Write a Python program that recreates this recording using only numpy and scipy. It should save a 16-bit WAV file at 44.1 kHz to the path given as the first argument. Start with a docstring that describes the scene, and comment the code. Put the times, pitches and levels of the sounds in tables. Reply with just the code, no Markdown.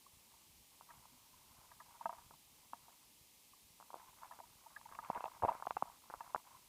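"""Sharp wet slaps, plinking drops and hollow knocks: a small bird bathes in a shallow forest pool by a plastic case.
Slaps are short tone bursts, mostly near 1 kHz, mixed with damped case modes; the ticks of spray are clicks with fizz.
Falling drops are random impulses through resonators, then through the narrow port of the microphone.
Wing strokes are low puffs. Lumpy low noise is the breeze, and shaped noise the hiss of the preamplifier."""
import sys
import numpy as np
from scipy import signal
from scipy.io import wavfile

SR = 44100
rng = np.random.default_rng(int(sys.argv[2]) if len(sys.argv) > 2 else 0)


def generate_wav(sig):
    """Save sig (samples, or channels by samples) to the path in sys.argv[1] as 16-bit PCM at SR."""
    pcm = np.round(np.clip(np.atleast_2d(sig).T, -1, 1) * 32767).astype(np.int16)
    wavfile.write(sys.argv[1], SR, pcm)


N = 294878

# Slaps and drops that stand out, peak ahead of the port's treble cut:
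# crest t/s, peak/dB, pitch f/Hz, swell (spread of the bell)/ms, case ring over the slap/dB
SPLASH_EVENTS = [(0.067, -53.5, 1090, 2, -27), (0.3415, -58, 940, 1.2, -6), (0.811, -44.5, 1000, 0.62, -15),
                 (0.8923, -55, 1160, 2, 2), (0.906, -49, 1260, 2.6, 5), (0.938, -57, 1060, 0.8, -14),
                 (1.056, -51, 980, 0.77, -26), (1.3427, -58.5, 1020, 3.1, -10), (1.716, -48, 1160, 1.8, 14),
                 (1.804, -46, 1230, 2.3, 5), (1.819, -52, 980, 1.5, -22), (1.952, -56.5, 933, 5.4, -13),
                 (2.0126, -39.5, 940, 1.5, -9), (2.019, -48, 970, 1.9, -23), (2.0564, -24.5, 940, 0.17, 23),
                 (2.0938, -32, 885, 0.71, 11), (2.1275, -40.5, 870, 0.47, 6),
                 (2.1835, -48.5, 1000, 0.67, 4), (2.3094, -47, 890, 0.33, -4),
                 (2.3394, -53.5, 1000, 1.2, -7), (2.7346, -32.5, 1006, 0.65, -10),
                 (2.882, -52, 830, 0.32, 7), (3.5372, -56.5, 1106, 1.9, -23), (3.8016, -46, 980, 0.54, -18),
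                 (3.81, -49.5, 980, 0.58, -5), (3.8271, -46.5, 1090, 0.54, -25),
                 (3.9048, -42.5, 980, 0.6, -9), (3.9324, -45.5, 860, 0.56, -7), (3.94, -50, 895, 0.82, -23),
                 (3.943, -33, 855, 0.54, -24), (3.958, -44.5, 804, 0.56, -36), (3.964, -48, 690, 0.48, -7),
                 (3.9984, -49, 1170, 0.3, -21), (4.033, -61, 910, 4.8, 3), (4.2225, -49, 930, 4.8, 6),
                 (4.2336, -39.5, 1120, 0.63, -11), (4.3125, -42.5, 980, 1.1, 2),
                 (4.322, -54.5, 1750, 1.6, -20), (4.3247, -48.5, 980, 0.94, -2),
                 (4.39, -43.5, 920, 0.37, -6), (4.403, -42, 850, 1, -7), (4.439, -53, 940, 5, 1),
                 (4.6666, -47.5, 894, 3.3, -3), (4.7663, -40, 1654, 2.9, 0), (4.814, -50, 1030, 1, -9),
                 (4.8608, -45.5, 896, 2.8, -9), (4.891, -49, 1120, 0.65, -3),
                 (4.9154, -45.5, 1020, 0.21, -8), (4.9247, -46, 1180, 1.3, -2), (4.9514, -47, 1090, 3.1, 1),
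                 (4.9881, -33, 1060, 0.43, 7), (5.0311, -47, 915, 2.8, -9), (5.0403, -47, 1020, 0.99, -24),
                 (5.049, -50, 1200, 1.8, -16), (5.0594, -47.5, 960, 2.3, -20),
                 (5.0888, -49, 880, 0.43, -25), (5.102, -22.5, 853, 0.72, -19),
                 (5.1322, -43, 1030, 1.1, -1), (5.1487, -41.5, 1110, 0.93, -3),
                 (5.1542, -36, 880, 0.66, -30), (5.1584, -34, 930, 1.2, 5), (5.1643, -35, 780, 0.5, -6),
                 (5.173, -39, 770, 0.61, 6), (5.1776, -34, 945, 0.27, -27), (5.1818, -46, 900, 0.4, -25),
                 (5.1878, -57, 850, 0.59, -29), (5.2075, -32, 945, 0.56, -32),
                 (5.2421, -27.5, 860, 0.58, -15), (5.2575, -34.5, 796, 2.5, 4),
                 (5.2654, -38, 910, 1.4, -12), (5.28, -39.5, 930, 0.56, -16), (5.364, -52, 950, 1.2, 1),
                 (5.4231, -31.5, 1010, 0.47, 0), (5.4278, -31.5, 675, 0.88, -23),
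                 (5.4358, -21.5, 786, 0.63, -5.5), (5.4414, -23.5, 815, 1.1, -10),
                 (5.4501, -19, 730, 0.55, -12), (5.4583, -34, 720, 0.74, -6), (5.475, -38, 800, 0.16, -20),
                 (5.4827, -26.5, 890, 0.68, -23), (5.486, -21, 895, 0.83, -2.5),
                 (5.4909, -23, 928, 4.9, -25), (5.5, -38, 870, 0.28, -20), (5.5102, -35, 830, 0.31, 4),
                 (5.5195, -31, 845, 0.8, -9.5), (5.5372, -44, 960, 0.47, -9),
                 (5.5472, -45, 1030, 0.77, -25), (5.5517, -37, 910, 0.35, -14),
                 (5.6006, -40.5, 920, 0.63, -10), (5.625, -31, 1040, 0.55, -12),
                 (5.6553, -39, 950, 0.77, -34), (5.6697, -27, 980, 0.5, -20), (5.6724, -28, 795, 0.85, -36),
                 (5.7087, -24.5, 950, 0.53, -17), (5.7685, -25.5, 965, 0.46, -40),
                 (5.771, -27, 875, 0.84, -38), (5.825, -19.5, 917, 0.64, -49), (5.857, -46.5, 820, 1, -4),
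                 (5.8735, -47, 1000, 2.2, 16), (5.9, -46.5, 930, 0.88, -10), (6.1008, -37, 980, 0.35, -18),
                 (6.1066, -38.5, 940, 0.41, -21), (6.1396, -31.5, 1005, 0.52, -23),
                 (6.1466, -41, 920, 0.47, -33), (6.2074, -36, 1040, 0.53, 3.5),
                 (6.348, -20.5, 985, 0.57, -29), (6.3529, -32, 900, 0.5, -10),
                 (6.361, -27.5, 1070, 0.34, -36), (6.5517, -53.5, 1027, 4.3, -12)]
# Modes of the plastic case: f/Hz, level before pitch and chance weigh it/dB, 60 dB decay t/s
CASE_MODES = [(215, -2, 0.077), (665.7, 0, 0.12), (946, 2.5, 0.053), (1241, 1.5, 0.04), (1662, 0, 0.036),
              (1860, 5, 0.013)]
LEAD = SR // 40   # samples a burst may swell before its crest


def amp(db):
    """Gain of a level in dB."""
    return 10 ** (np.asarray(db) / 20)


def rms_one(x):
    """Scaled to unit power."""
    return x / np.sqrt(np.mean(x ** 2) + 1e-20)


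def peak_one(x):
    """Scaled to unit height."""
    return x / np.abs(x).max()


def resonance(x, hz, width_hz):
    """Two-pole band-pass, gain about 1 on top."""
    r = np.exp(-np.pi * width_hz / SR)
    feedback = [1, -2 * r * np.cos(2 * np.pi * hz / SR), r * r]
    return signal.lfilter([(1 - r * r) / 2, 0, (r * r - 1) / 2], feedback, x)


def drift(rate_hz):
    """Slow random wander of spread 1: noise through two equal low-pass poles."""
    r = np.exp(-2 * np.pi * rate_hz / SR)
    noise = rng.standard_normal(N + SR)
    return rms_one(signal.lfilter([1], [1, -2 * r, r * r], noise)[SR:])   # the first second settles


def slap(t, hz, swell_ms):
    """A bell-shaped tone burst with its crest at t = 0."""
    bell = np.exp(-(1000 * t / swell_ms) ** 2 / 2)
    return bell * np.cos(2 * np.pi * hz * t)


def case_ring(t, hz, chance, contact_s, reach=0.46, choke_s=0.02):
    """Modes near the drop's pitch ring most; water detunes them, wet contact starts them softly, a film chokes them."""
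    modes_hz, level_db, t60 = np.transpose(CASE_MODES)[:, :, None]
    near_db = np.maximum(-9 * (np.log(modes_hz / hz) / reach) ** 2, -22)
    strength_db = 2 * chance[0][:, None]
    detune = 1 + .02 * chance[1][:, None]
    decay_db = -60 * np.maximum(t, 0) / t60
    rings = amp(level_db + near_db + strength_db + decay_db) * np.cos(2 * np.pi * modes_hz * detune * t)
    start = .5 + .5 * np.tanh(t / contact_s)
    choke = 1 + (np.maximum(t, 0) / choke_s) ** 6
    # neighbouring modes swing against each other
    modes = rings[::2].sum(axis=0) - rings[1::2].sum(axis=0)
    return peak_one(modes * start / choke)


def splashes(body_db=-18.5, body_hz=400):
    """Each splash is a slap plus the ring of the case; short slaps that ring little carry a dull body under them."""
    out = np.zeros(N + SR)
    t = np.arange(-LEAD, SR // 10) / SR
    chance = rng.standard_normal((len(SPLASH_EVENTS), 2, len(CASE_MODES)))
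    body = slap(t, body_hz, swell_ms=0.075)
    for (s, peak_db, hz, swell_ms, ring_db), luck in zip(SPLASH_EVENTS, chance):
        dryness = 1 / (1 + amp(ring_db)) ** 2 / (1 + swell_ms ** 2)
        ring = case_ring(t, hz, luck, contact_s=swell_ms / 1000)
        splash = slap(t, hz, swell_ms) + amp(body_db) * dryness * body + amp(ring_db) * ring
        i = round(s * SR) - LEAD
        out[i:i + len(t)] += amp(peak_db) * peak_one(splash)
    return out[:N]


def spray_tick(t, noise, hz=2050, width_hz=1700, fall_ms=1.0, pip_hz=2680, pip_db=-13.5, pip_ms=9.0):
    """A bright click with a few milliseconds of fizz after it and a small pitched pip of chance strength."""
    fizz = 1.05 * noise * (t > 0) * np.exp(-1000 * np.abs(t) / fall_ms)
    click = (t == 0) + fizz
    bright = peak_one(resonance(resonance(click, hz, width_hz), hz, width_hz))
    pip = np.abs(noise[0]) * np.sin(2 * np.pi * pip_hz * t) * np.exp(-1000 * t / pip_ms)
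    return peak_one(bright + amp(pip_db) * pip)


def spray(slap_tick_db=-34.5):
    """Fine spray ticks on the case, and a faint tick comes with every splash, set below its peak."""
    # Fine spray ticks ahead of the port's treble cut: t/s, peak/dB
    fine_ticks = [(0.906, -67), (2.0568, -52.5), (2.0945, -55), (2.732, -57), (4.4016, -54.5), (4.763, -54),
                  (4.8136, -54), (4.854, -55), (4.9512, -47), (5.0475, -48), (5.1488, -42), (5.206, -49),
                  (5.2405, -45.5), (5.2562, -43.5), (5.4256, -50), (5.4805, -49), (5.49, -44),
                  (5.671, -44.5), (5.7074, -39), (5.7692, -50), (6.2066, -53), (6.3466, -46)]
    slap_ticks = [(s, peak_db + slap_tick_db) for s, peak_db, *_ in SPLASH_EVENTS]
    ticks = [*fine_ticks, *slap_ticks]
    out = np.zeros(N + SR)
    t = np.arange(SR // 50) / SR
    noises = rng.standard_normal((len(ticks), len(t)))
    for (s, peak_db), noise in zip(ticks, noises):
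        i = round(s * SR)
        out[i:i + len(t)] += amp(peak_db) * spray_tick(t, noise)
    return out[:N]


def shower(level_db=-44.0, squeeze=.6, fall_s=.006, dry_db=-14.0):
    """Gain of the water each splash throws up: loud ones throw less than their share, dry taps less still."""
    thrown = np.zeros(N)
    for s, peak_db, *_, ring_db in SPLASH_EVENTS:
        dry_cut_db = dry_db / (1 + amp(ring_db + 35))   # full cut where the case hardly rings
        thrown[round(s * SR)] += amp(level_db + squeeze * peak_db + dry_cut_db)
    r = np.exp(-1 / (fall_s * SR))
    return signal.lfilter([np.e * (1 - r)], [1, -2 * r, r * r], thrown)   # swells, then dies


def patter(per_s=400, size_db=1.0, clump_db=5.5, cycles=6.4, spray_db=-13.0, port_hz=980, port_width_hz=215):
    """Small drops fall back in clumps; each rings a few cycles at a pitch of its own, heard through the port."""
    # Stirred water, to which the shower of each splash adds: t/s, patter level/dB
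    stirring = [(0.0, -85), (0.18, -82), (0.34, -73.5), (0.62, -93), (0.84, -73.5), (0.97, -73), (1.4, -76),
                (2.16, -65.5), (2.38, -84.5), (2.9, -69), (3.22, -100), (3.78, -85), (4.02, -69.5),
                (4.28, -69), (4.53, -73.5), (5.25, -59.5), (5.87, -72), (6.37, -62.5), (6.69, -77)]
    s, level_db = np.transpose(stirring)
    sizes = amp(size_db * np.minimum(rng.exponential(1, N), 4)) * rng.choice([-1, 1], N)
    falls = rng.random(N) < per_s * amp(clump_db * drift(15)) / SR
    drops = sizes * falls + 1e-18
    pitches_hz = np.geomspace(500, 1600, 12)
    dealt = rng.integers(0, 12, N)   # which pitch each drop gets
    plinks = sum(resonance(drops * (dealt == k), hz, hz / cycles) for k, hz in enumerate(pitches_hz))
    through_port = rms_one(resonance(plinks, port_hz, port_width_hz))
    # the same drops also tick, higher and fainter
    ticks = rms_one(resonance(resonance(drops, 2050, 520), 2050, 520))
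    stirred = amp(np.interp(np.arange(N) / SR, s, level_db))
    return (stirred + shower()) * (through_port + amp(spray_db) * ticks)


def pushes():
    """Wing strokes push air at the port: low bell-shaped puffs, from about one cycle to several."""
    # Wing strokes ahead of the port's treble cut: crest t/s, peak/dB, pitch f/Hz, swell (spread of the bell)/ms
    strokes = [(1.14, -68.5, 249, 22), (2.068, -62, 187, 14), (2.736, -59.5, 260, 3.6),
               (4.994, -61, 207, 2.2), (5.102, -41.5, 210, 2.2), (5.442, -40.5, 91.5, 7),
               (5.6725, -55, 198, 2.8), (5.8281, -42.5, 210, 1.6), (6.36, -56, 207, 1.5)]
    out = np.zeros(N + SR)
    t = np.arange(-LEAD, SR // 10) / SR
    for s, peak_db, hz, swell_ms in strokes:
        i = round(s * SR) - LEAD
        out[i:i + len(t)] += amp(peak_db) * slap(t, hz, swell_ms)
    return out[:N]


def breeze(lumps_db=3.5, bumps_per_s=12, bump_size=40):
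    """Breeze on the case: lumpy low noise with soft bumps at random moments."""
    # Course of the breeze, about which the lumps wander: t/s, rumble level/dB
    course = [(0, -77.5), (1.3, -79), (1.47, -71), (1.75, -76.5), (3.2, -82.5), (4.6, -79), (5.3, -76),
              (6.69, -78.5)]
    s, level_db = np.transpose(course)
    bumps = rng.random(N + SR) < bumps_per_s / SR
    gusts = rng.standard_normal(N + SR) * (1 + bump_size * bumps)
    rumble_band = signal.butter(2, [32, 150], "band", fs=SR, output="sos")
    rumble = rms_one(signal.sosfilt(rumble_band, gusts)[SR:])
    return amp(np.interp(np.arange(N) / SR, s, level_db) + lumps_db * drift(8.8)) * rumble


def hiss(hiss_db=-66):
    """Preamplifier hiss: steady noise built from third-octave bands that follow a smooth curve."""
    # Colour of the hiss: f/Hz, relative level per Hz/dB
    colour = [(90, -19), (200, -1), (480, -8.5), (760, -8), (1000, -1.5), (1300, -16.5), (1600, -17),
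              (2000, -7.5), (2750, -5.5), (13000, -6.5), (15500, -9)]
    at_hz, level_db = np.transpose(colour)
    edges_hz = 100 * 2 ** np.arange(0, 7.7, 1 / 3)
    white = rng.standard_normal((2, N + SR // 2))
    out = 0
    for k, (low, high) in enumerate(zip(edges_hz, edges_hz[1:])):
        band_pass = signal.butter(3, [low, high], "band", fs=SR, output="sos")
        band = signal.sosfilt(band_pass, white[k % 2])   # neighbours draw on different noise
        band_db = np.interp(np.log(low * high) / 2, np.log(at_hz), level_db)
        out = out + amp(band_db) * band[-N:]
    return amp(hiss_db) * rms_one(out)


def scene(port_top_hz=3580):
    """Water and wing strokes, their treble dulled by the port, over breeze and hiss."""
    water = splashes() + spray() + pushes() + patter()
    port = signal.butter(2, port_top_hz, fs=SR, output="sos")
    return (signal.sosfilt(port, water) + breeze() + hiss())[None]


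def record(dry, stop_hz=15850):
    """A steep low-pass cuts the top, 45 dB down from stop_hz upward."""
    top_cut = signal.cheby2(14, 45, stop_hz, fs=SR, output="sos")
    return signal.sosfilt(top_cut, dry)


dry = scene()
out = record(dry)
generate_wav(out)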